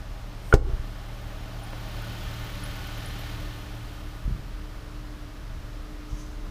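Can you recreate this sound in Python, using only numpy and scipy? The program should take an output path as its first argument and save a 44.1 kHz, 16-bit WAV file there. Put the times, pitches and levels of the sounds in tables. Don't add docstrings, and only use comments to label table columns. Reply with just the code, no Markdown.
import sys
import numpy as np
from scipy import signal
from scipy.fft import rfft, irfft
from scipy.io import wavfile
from scipy.ndimage import minimum_filter1d

SR = 44100
rng = np.random.default_rng(int(sys.argv[2]) if len(sys.argv) > 2 else 0)


def wav_out(sig):
    wavfile.write(sys.argv[1], SR, np.round(np.clip(np.atleast_2d(sig).T, -1, 1) * 32767).astype(np.int16))


N = 287046

# frequency in Hz, reverberation level in dB, t60 in seconds.
HALL_REVERB = [(80, -5, 0.65), (147, -7, 0.45), (323, -5, 0.49), (640, -4.5, 0.29), (1500, -3, 0.87),
               (4000, -11, 0.48), (12000, -9, .3)]
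# frequency in Hz, level relative to the shared sound in dB.
WIDTH_SPECTRUM = [(60, -33), (300, -31), (1200, -38.5), (4000, -30.5), (12000, -26)]
# frequency in Hz, relative density in dB per Hz.
VENTILATION_SPECTRUM = [(10, -13), (24, -1), (45, 0.5), (70, -5.5), (105, -10), (160, -16.5), (230, -18),
                        (330, -20.5), (480, -25), (610, -23.5), (780, -28), (1150, -23.5), (2300, -32),
                        (5200, -36.5), (8000, -45.5), (15000, -49.5)]
# mean frequency in Hz, level in dB rms.
FAN_TONES = [(301.3, -54), (431, -64.5), (602.6, -70.5), (1233, -69)]
# time in seconds, gain in dB.
FAN_SWELL = [(0, -9), (1.5, -2), (2.8, -4), (3.7, 3), (4.3, -3), (5.1, 3.5), (5.52, -3.5), (5.9, 4)]

# start in seconds, level in dB, contact in seconds, first rattle knock in dB.
THUMP_HITS = [(4.25, -16.5, 0.014, -26), (4.321, -19.5, 0.009, -32.5), (4.41, -24.5, 0.016, -41),
              (4.534, -24, 0.014, -61), (5.493, -29, 0.013, -49), (5.58, -24.5, 0.014, -48),
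              (6.128, -24.5, 0.0075, -46)]
# frequency in Hz, level in dB, t60 in seconds.
THUMP_BODY_MODES = [(46, 3.5, 0.097), (88.5, 0.5, 0.048), (133.4, -0.5, 0.12), (198, -6, 0.19),
                    (257, -10, 0.13), (335, -10, .08)]
RATTLE_DELAY_S, RATTLE_GAP_S, RATTLE_CONTACT_S, RATTLE_LOSS_DB = 0.027, 0.014, 0.0039, 2.5

# time of the peak in seconds, level in dB.
SCUFF_PEAKS = [(6.115, -57.5), (6.2, -56.5)]
# frequency in Hz, relative density in dB per Hz.
SCUFF_SPECTRUM = [(2000, -25), (4500, -4), (6200, 6), (7500, -5), (10000, -9), (15000, -17)]
SCUFF_RISE_S, SCUFF_T60_S = 0.029, 0.6

# start in seconds, level in dB, frequency in Hz.
METAL_TICKS = [(1.635, -45, 9800), (2.6376, -35.5, 10100), (3.0596, -40.5, 9750), (3.075, -46, 11450),
               (3.205, -48, 11900)]
# start in seconds, level in dB, contact in seconds.
TAP_HITS = [(1.7328, -31, .0003)]
# frequency in Hz, level in dB, t60 in seconds.
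TAP_BODY_MODES = [(294, -9.5, 0.1), (540, 6, 0.0091), (930, 3, 0.0082), (1600, -1, 0.0068)]

# time in seconds, forward in m, outward in m.
MIC_PATH = [(0, -2, 1.23), (1, -0.6, 1.26), (1.5, -0.8, 0.81), (2.05, -0.12, 0.63), (2.8, 0, 0.59),
            (3.3, -0.08, .6), (3.8, 0.14, 1.12), (4.5, 1.85, 1.3), (6.51, 3, 1.2)]
FIRINGS_PER_S, IDLE_WANDER = 37.6, 0.0024
# multiple of the firing rate, mean level relative to the drone gain in dB.
DRONE_ORDERS = [(2, -2.5), (2.5, -25), (3, 2), (3.5, -14.5), (4, -11), (4.5, -14.5), (5, -9.5), (6, -27),
                (7.5, -12.5)]
# frequency in Hz, relative density in dB per Hz.
BAY_SPECTRUM = [(150, -19), (350, 6.5), (700, -7), (1000, -3.5), (1900, 1.5), (2400, 1.5), (3100, 3),
                (4200, -1), (5500, -6), (7000, -10), (8500, -36), (15000, -55)]
# centre in Hz, width in Hz, rise in dB.
BAY_WHINE_AND_HUMPS = [(902, 32, 13), (1097, 78, 6.5), (1240, 220, 7.5), (1471, 72, 10.5), (1772, 63, 7.5),
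                       (2102, 27, 6), (3090, 140, 3), (4170, 54, 3.5), (7720, 110, 15)]
# frequency in Hz, relative density in dB per Hz.
BELT_SPECTRUM = [(5000, -23), (7500, -3), (8700, -2), (10200, -1.5), (12500, -0.5), (14000, -4),
                 (16000, -0.5)]
# frequency in Hz, relative density in dB per Hz.
UNDERBODY_SPECTRUM = [(250, -9), (450, -4.5), (700, 3), (900, 1.5), (1300, -39)]
# centre in Hz, width in Hz, rise in dB.
UNDERBODY_RESONANCES = [(577, 26, 11.7), (640, 45, 9), (801, 22, 9.5)]
# frequency in Hz, relative density in dB per Hz.
INJECTOR_SPECTRUM = [(9000, -18), (12000, -8), (13500, 7), (15500, -1)]
CYLINDER_TICKS_DB = [2.0, -4.0, -1.0, -5.0]
# gain at 1 m in dB, place forward of the wheel in m, loss per doubling of distance in dB.
DRONE_PLACE = (-45.5, -0.18, 4.34)
BAY_PLACE = (-49, 0.025, 7.6)
UNDERBODY_PLACE = (-51.5, -0.75, 5.2)
BELT_PLACE = (-58.5, 0.19, 6.3)
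INJECTOR_PLACE = (-58, -.1, 10.5)

# frequency in Hz, relative density in dB per Hz.
HINGE_SPECTRUM = [(2000, -20), (5500, 2), (15000, -4)]
# centre in Hz, width in Hz, rise in dB.
HINGE_RESONANCES = [(5600, 400, 5), (8700, 700, 12), (12100, 450, 12)]
# start in seconds, level in dB, contact in seconds.
LATCH_CONTACTS = [(.5257, -8, 0.000087), (.5293, -19, 0.00051), (.5338, -14, 0.000097)]
# frequency in Hz, level in dB, t60 in seconds.
LATCH_RING_MODES = [(434, -7.5, 0.044), (790, -15.5, 0.052), (1350, -16, 0.029), (1424, 2, 0.051),
                    (1620, -27, 0.028), (2200, -17, 0.024), (3020, -21.5, .025)]
# start in seconds, level in dB, contact in seconds.
DOOR_CONTACTS = [(.5391, 0, .001), (.5416, -5, .0012)]
# frequency in Hz, level in dB, t60 in seconds.
DOOR_CABIN_MODES = [(28.5, -6.5, 0.17), (53, -9.5, 0.15), (100, -8.5, 0.08), (166, -10.5, 0.022),
                    (228, -22, 0.052), (316, -16, 0.095), (380, -10.5, 0.05), (477, -15, 0.038),
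                    (794, -21, 0.076)]
# start in seconds, level in dB rms, t60 in seconds.
CLATTER_BURSTS = [(.538, -14, 0.038), (0.5396, -20.5, 0.032), (0.54, -25, 0.12), (0.552, -33, 0.065)]
# frequency in Hz, relative density in dB per Hz.
CLATTER_SPECTRUM = [(300, 13.5), (800, -4), (1800, -5), (3000, -14.5), (5000, -12.5), (8000, -17),
                    (11000, -28.5), (15000, -26)]
FLUTTER_S, FLUTTER_DB, FLUTTER_LOSS_DB = 0.0345, -11.5, 4.5
# delay in seconds, level in dB.
WALL_ECHOES = [(.107, -19), (.157, -14), (.194, -15.5), (.256, -17)]

CUTOFF_HZ = 15300


def from_db(db):
    return 10 ** (np.asarray(db) / 20)


def rms_one(x):
    return x / np.sqrt(np.mean(x ** 2) + 1e-20)


def in_time(rows):
    time_s, *columns = np.transpose(rows)
    return [np.interp(np.arange(N) / SR, time_s, column) for column in columns]


def drift(rate_hz):
    hz = np.arange(N // 2 + 1) * SR / N
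    spectrum = rfft(rng.standard_normal(N)) / (1 + (hz / rate_hz) ** 2)
    return rms_one(irfft(spectrum, N))


def spectrum_db(rows):
    hz = np.maximum(np.arange(N // 2 + 1) * SR / N, 1)
    points_hz, levels_db = np.transpose(rows)
    return hz, np.interp(np.log(hz), np.log(points_hz), levels_db)


def noise(spectrum, humps=()):
    hz, db = spectrum_db(spectrum)
    for centre_hz, width_hz, rise_db in humps:
        db = db + rise_db / (1 + (2 * (hz - centre_hz) / width_hz) ** 2)
    return rms_one(irfft(rfft(rng.standard_normal(N)) * from_db(db), N))


def dying(start_s, t60_s):
    age_s = np.arange(N) / SR - start_s
    return (age_s >= 0) * np.exp(-np.log(1000) * np.clip(age_s / t60_s, 0, 10))


def strike(hits, modes, rise_s=0.0001):
    force = np.zeros(N)
    for start_s, db, contact_s in hits:
        contact_s = max(contact_s, 2 / SR)
        progress = np.clip((np.arange(N) / SR - start_s) / contact_s, 0, 1)
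        push = np.sin(np.pi * progress) ** 2
        force += from_db(db) * push / push.sum()
    t = np.arange(SR // 2) / SR
    ring = np.zeros(len(t))
    for hz, db, t60_s in modes:
        ring += from_db(db) * np.cos(2 * np.pi * hz * t) * np.exp(-np.log(1000) * t / t60_s)
    return signal.fftconvolve(force, ring * (1 - np.exp(-t / rise_s)))[:N]


def hall(x, build_s=0.011):
    t = np.arange(SR) / SR
    response = np.zeros(SR)
    points_hz, levels_db, t60s_s = np.transpose(HALL_REVERB)
    for low_hz in 56 * 2.0 ** np.arange(8):
        log_centre = np.log(low_hz * np.sqrt(2))
        level_db = np.interp(log_centre, np.log(points_hz), levels_db)
        t60_s = np.interp(log_centre, np.log(points_hz), t60s_s)
        envelope = np.exp(-np.log(1000) * t / t60_s) * (1 - np.exp(-t / build_s))
        band = signal.butter(2, [low_hz, 2 * low_hz], "band", fs=SR, output="sos")
        tail = signal.sosfilt(band, rng.standard_normal(SR) * envelope)
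        response += from_db(level_db) * np.sqrt(2 * low_hz / SR) * tail / np.linalg.norm(tail)
    return signal.fftconvolve(x, response)[:N]


def smeared(x, smear_t60_s=0.12):
    _, db = spectrum_db(WIDTH_SPECTRUM)
    burst = rng.standard_normal(N) * dying(0, smear_t60_s)
    faint = irfft(rfft(x) * from_db(db), N)
    return signal.fftconvolve(faint, burst / np.linalg.norm(burst))[:N]


def sideways(x):
    return x * np.array([[1], [-1]])


def shop(air_db=-40.5, waver_db=1.5, wander_hz=1.39):
    fan = np.zeros(N)
    for hz, db in FAN_TONES:
        level = from_db(db + waver_db * drift(4.1))
        phase = 2 * np.pi * np.cumsum(hz + wander_hz * drift(3.1)) / SR
        fan += level * np.sin(phase)
    swell = from_db(in_time(FAN_SWELL)[0])
    return from_db(air_db) * noise(VENTILATION_SPECTRUM) + np.sqrt(2) * swell * fan


def thumps(wet_db=-1.0, uneven=0.15):
    hits = []
    for start_s, db, contact_s, rattle_db in THUMP_HITS:
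        hits.append((start_s, db, contact_s))
        for k, slip in enumerate(rng.standard_normal(size=3)):
            knock_s = start_s + RATTLE_DELAY_S + RATTLE_GAP_S * (k + uneven * slip)
            hits.append((knock_s, rattle_db - k * RATTLE_LOSS_DB, RATTLE_CONTACT_S))
    body = -strike(hits, THUMP_BODY_MODES)
    return body + from_db(wet_db) * hall(body)


def scuff():
    t = np.arange(N) / SR
    slides = np.zeros(N)
    for peak_s, db in SCUFF_PEAKS:
        swell = np.exp(-np.abs(t - peak_s) / SCUFF_RISE_S)
        slides += from_db(db) * np.where(t < peak_s, swell, dying(peak_s, SCUFF_T60_S))
    return slides * noise(SCUFF_SPECTRUM)


def tap(wet_db=-4.0):
    body = strike(TAP_HITS, TAP_BODY_MODES)
    return body + from_db(wet_db) * hall(body)


def metal_ticks(tick_t60_s=0.031, ring_db=-14, ring_t60_s=0.3):
    t = np.arange(N) / SR
    ticks = np.zeros(N)
    for start_s, db, hz in METAL_TICKS:
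        ring = from_db(ring_db) * drift(120) * dying(start_s, ring_t60_s)
        ticks += from_db(db) * np.sin(2 * np.pi * hz * t) * (dying(start_s, tick_t60_s) + ring)
    return ticks


def heard_from(place):
    level_db, place_m, loss_db = place
    forward_m, outward_m = in_time(MIC_PATH)
    distance_m = np.hypot(forward_m - place_m, outward_m)
    return from_db(level_db - loss_db * np.log2(distance_m + 1e-9))


def injectors(phase, tick_t60_s=0.035, uneven_db=2.2):
    firing, part = np.divmod(phase / (2 * np.pi), 1)
    firing = firing.astype(int)
    cylinder_db = np.array(CYLINDER_TICKS_DB)[firing % len(CYLINDER_TICKS_DB)]
    strength_db = cylinder_db + uneven_db * rng.standard_normal(size=400)[firing]
    decay = np.exp(-np.log(1000) * part / FIRINGS_PER_S / tick_t60_s)
    return noise(INJECTOR_SPECTRUM) * from_db(strength_db) * decay


def engine(firing_db=-39.5, waver_db=1.5, throb=0.07):
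    phase = 2 * np.pi * np.cumsum(FIRINGS_PER_S * (1 + IDLE_WANDER * drift(1.59))) / SR
    drone = np.zeros(N)
    for multiple, db in DRONE_ORDERS:
        level = from_db(db + waver_db * drift(6.1))
        drone += level * np.sin(multiple * phase + rng.uniform(0, 2 * np.pi))
    firing = from_db(firing_db) * np.sin(phase)
    tones = np.sqrt(2) * (firing + heard_from(DRONE_PLACE) * drone)
    rush = heard_from(BAY_PLACE) * noise(BAY_SPECTRUM, BAY_WHINE_AND_HUMPS)
    rush += heard_from(BELT_PLACE) * noise(BELT_SPECTRUM)
    rush += heard_from(UNDERBODY_PLACE) * noise(UNDERBODY_SPECTRUM, UNDERBODY_RESONANCES)
    throbbing = rush * (1 + throb * np.cos(phase))
    return tones + throbbing + heard_from(INJECTOR_PLACE) * injectors(phase)


def hinge(level_db=-56.0, swing_s=0.065, stop_s=0.008):
    ahead_s = LATCH_CONTACTS[0][0] - np.arange(N) / SR
    swell = np.exp(-(ahead_s / np.where(ahead_s > 0, swing_s, stop_s)) ** 2 / 2)
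    return from_db(level_db) * swell * noise(HINGE_SPECTRUM, HINGE_RESONANCES)


def boom_echoes(boom, wall_hz=85):
    low_pass = signal.butter(2, wall_hz, fs=SR, output="sos")
    dull = signal.sosfilt(low_pass, boom)
    t = np.arange(N) / SR
    flutter = [((k + 1) * FLUTTER_S, FLUTTER_DB - k * FLUTTER_LOSS_DB) for k in range(3)]
    return sum(from_db(db) * np.interp(t - delay_s, t, dull) for delay_s, db in flutter + list(WALL_ECHOES))


def door(wet_db=-5, latch_wet_db=-15):
    latch = strike(LATCH_CONTACTS, LATCH_RING_MODES, rise_s=0.001)
    boom = -strike(DOOR_CONTACTS, DOOR_CABIN_MODES, rise_s=0.00023)
    bursts = sum(from_db(db) * dying(start_s, t60_s) for start_s, db, t60_s in CLATTER_BURSTS)
    clatter = noise(CLATTER_SPECTRUM) * bursts
    tail = hall(from_db(wet_db) * (boom + clatter + from_db(latch_wet_db) * latch))
    return latch + boom + clatter + boom_echoes(boom) + tail


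def scene():
    shared = shop() + thumps() + scuff() + tap() + metal_ticks() + engine() + hinge() + door()
    return shared + sideways(smeared(shared))


def record(dry, threshold_db=-7, hold_s=0.032, release_db_per_s=110, attack_s=0.028):
    t = np.arange(N) / SR
    peak_db = 20 * np.log10(np.abs(dry).max(axis=0) + 1e-9)
    over_db = np.maximum(peak_db - threshold_db, 0)
    half = int(hold_s * SR / 2)
    held_db = -minimum_filter1d(-over_db, 2 * half + 1, origin=half)
    duck_db = np.maximum.accumulate(held_db + release_db_per_s * t) - release_db_per_s * t
    pole = np.exp(-1 / (attack_s * SR))
    smooth_db = signal.lfilter([1 - pole], [1, -pole], duck_db)
    clipped = np.clip(dry * from_db(-smooth_db), -1, 1)
    return signal.sosfilt(signal.ellip(10, 0.1, 80, CUTOFF_HZ, fs=SR, output="sos"), clipped)


dry = scene()
out = record(dry)
wav_out(out)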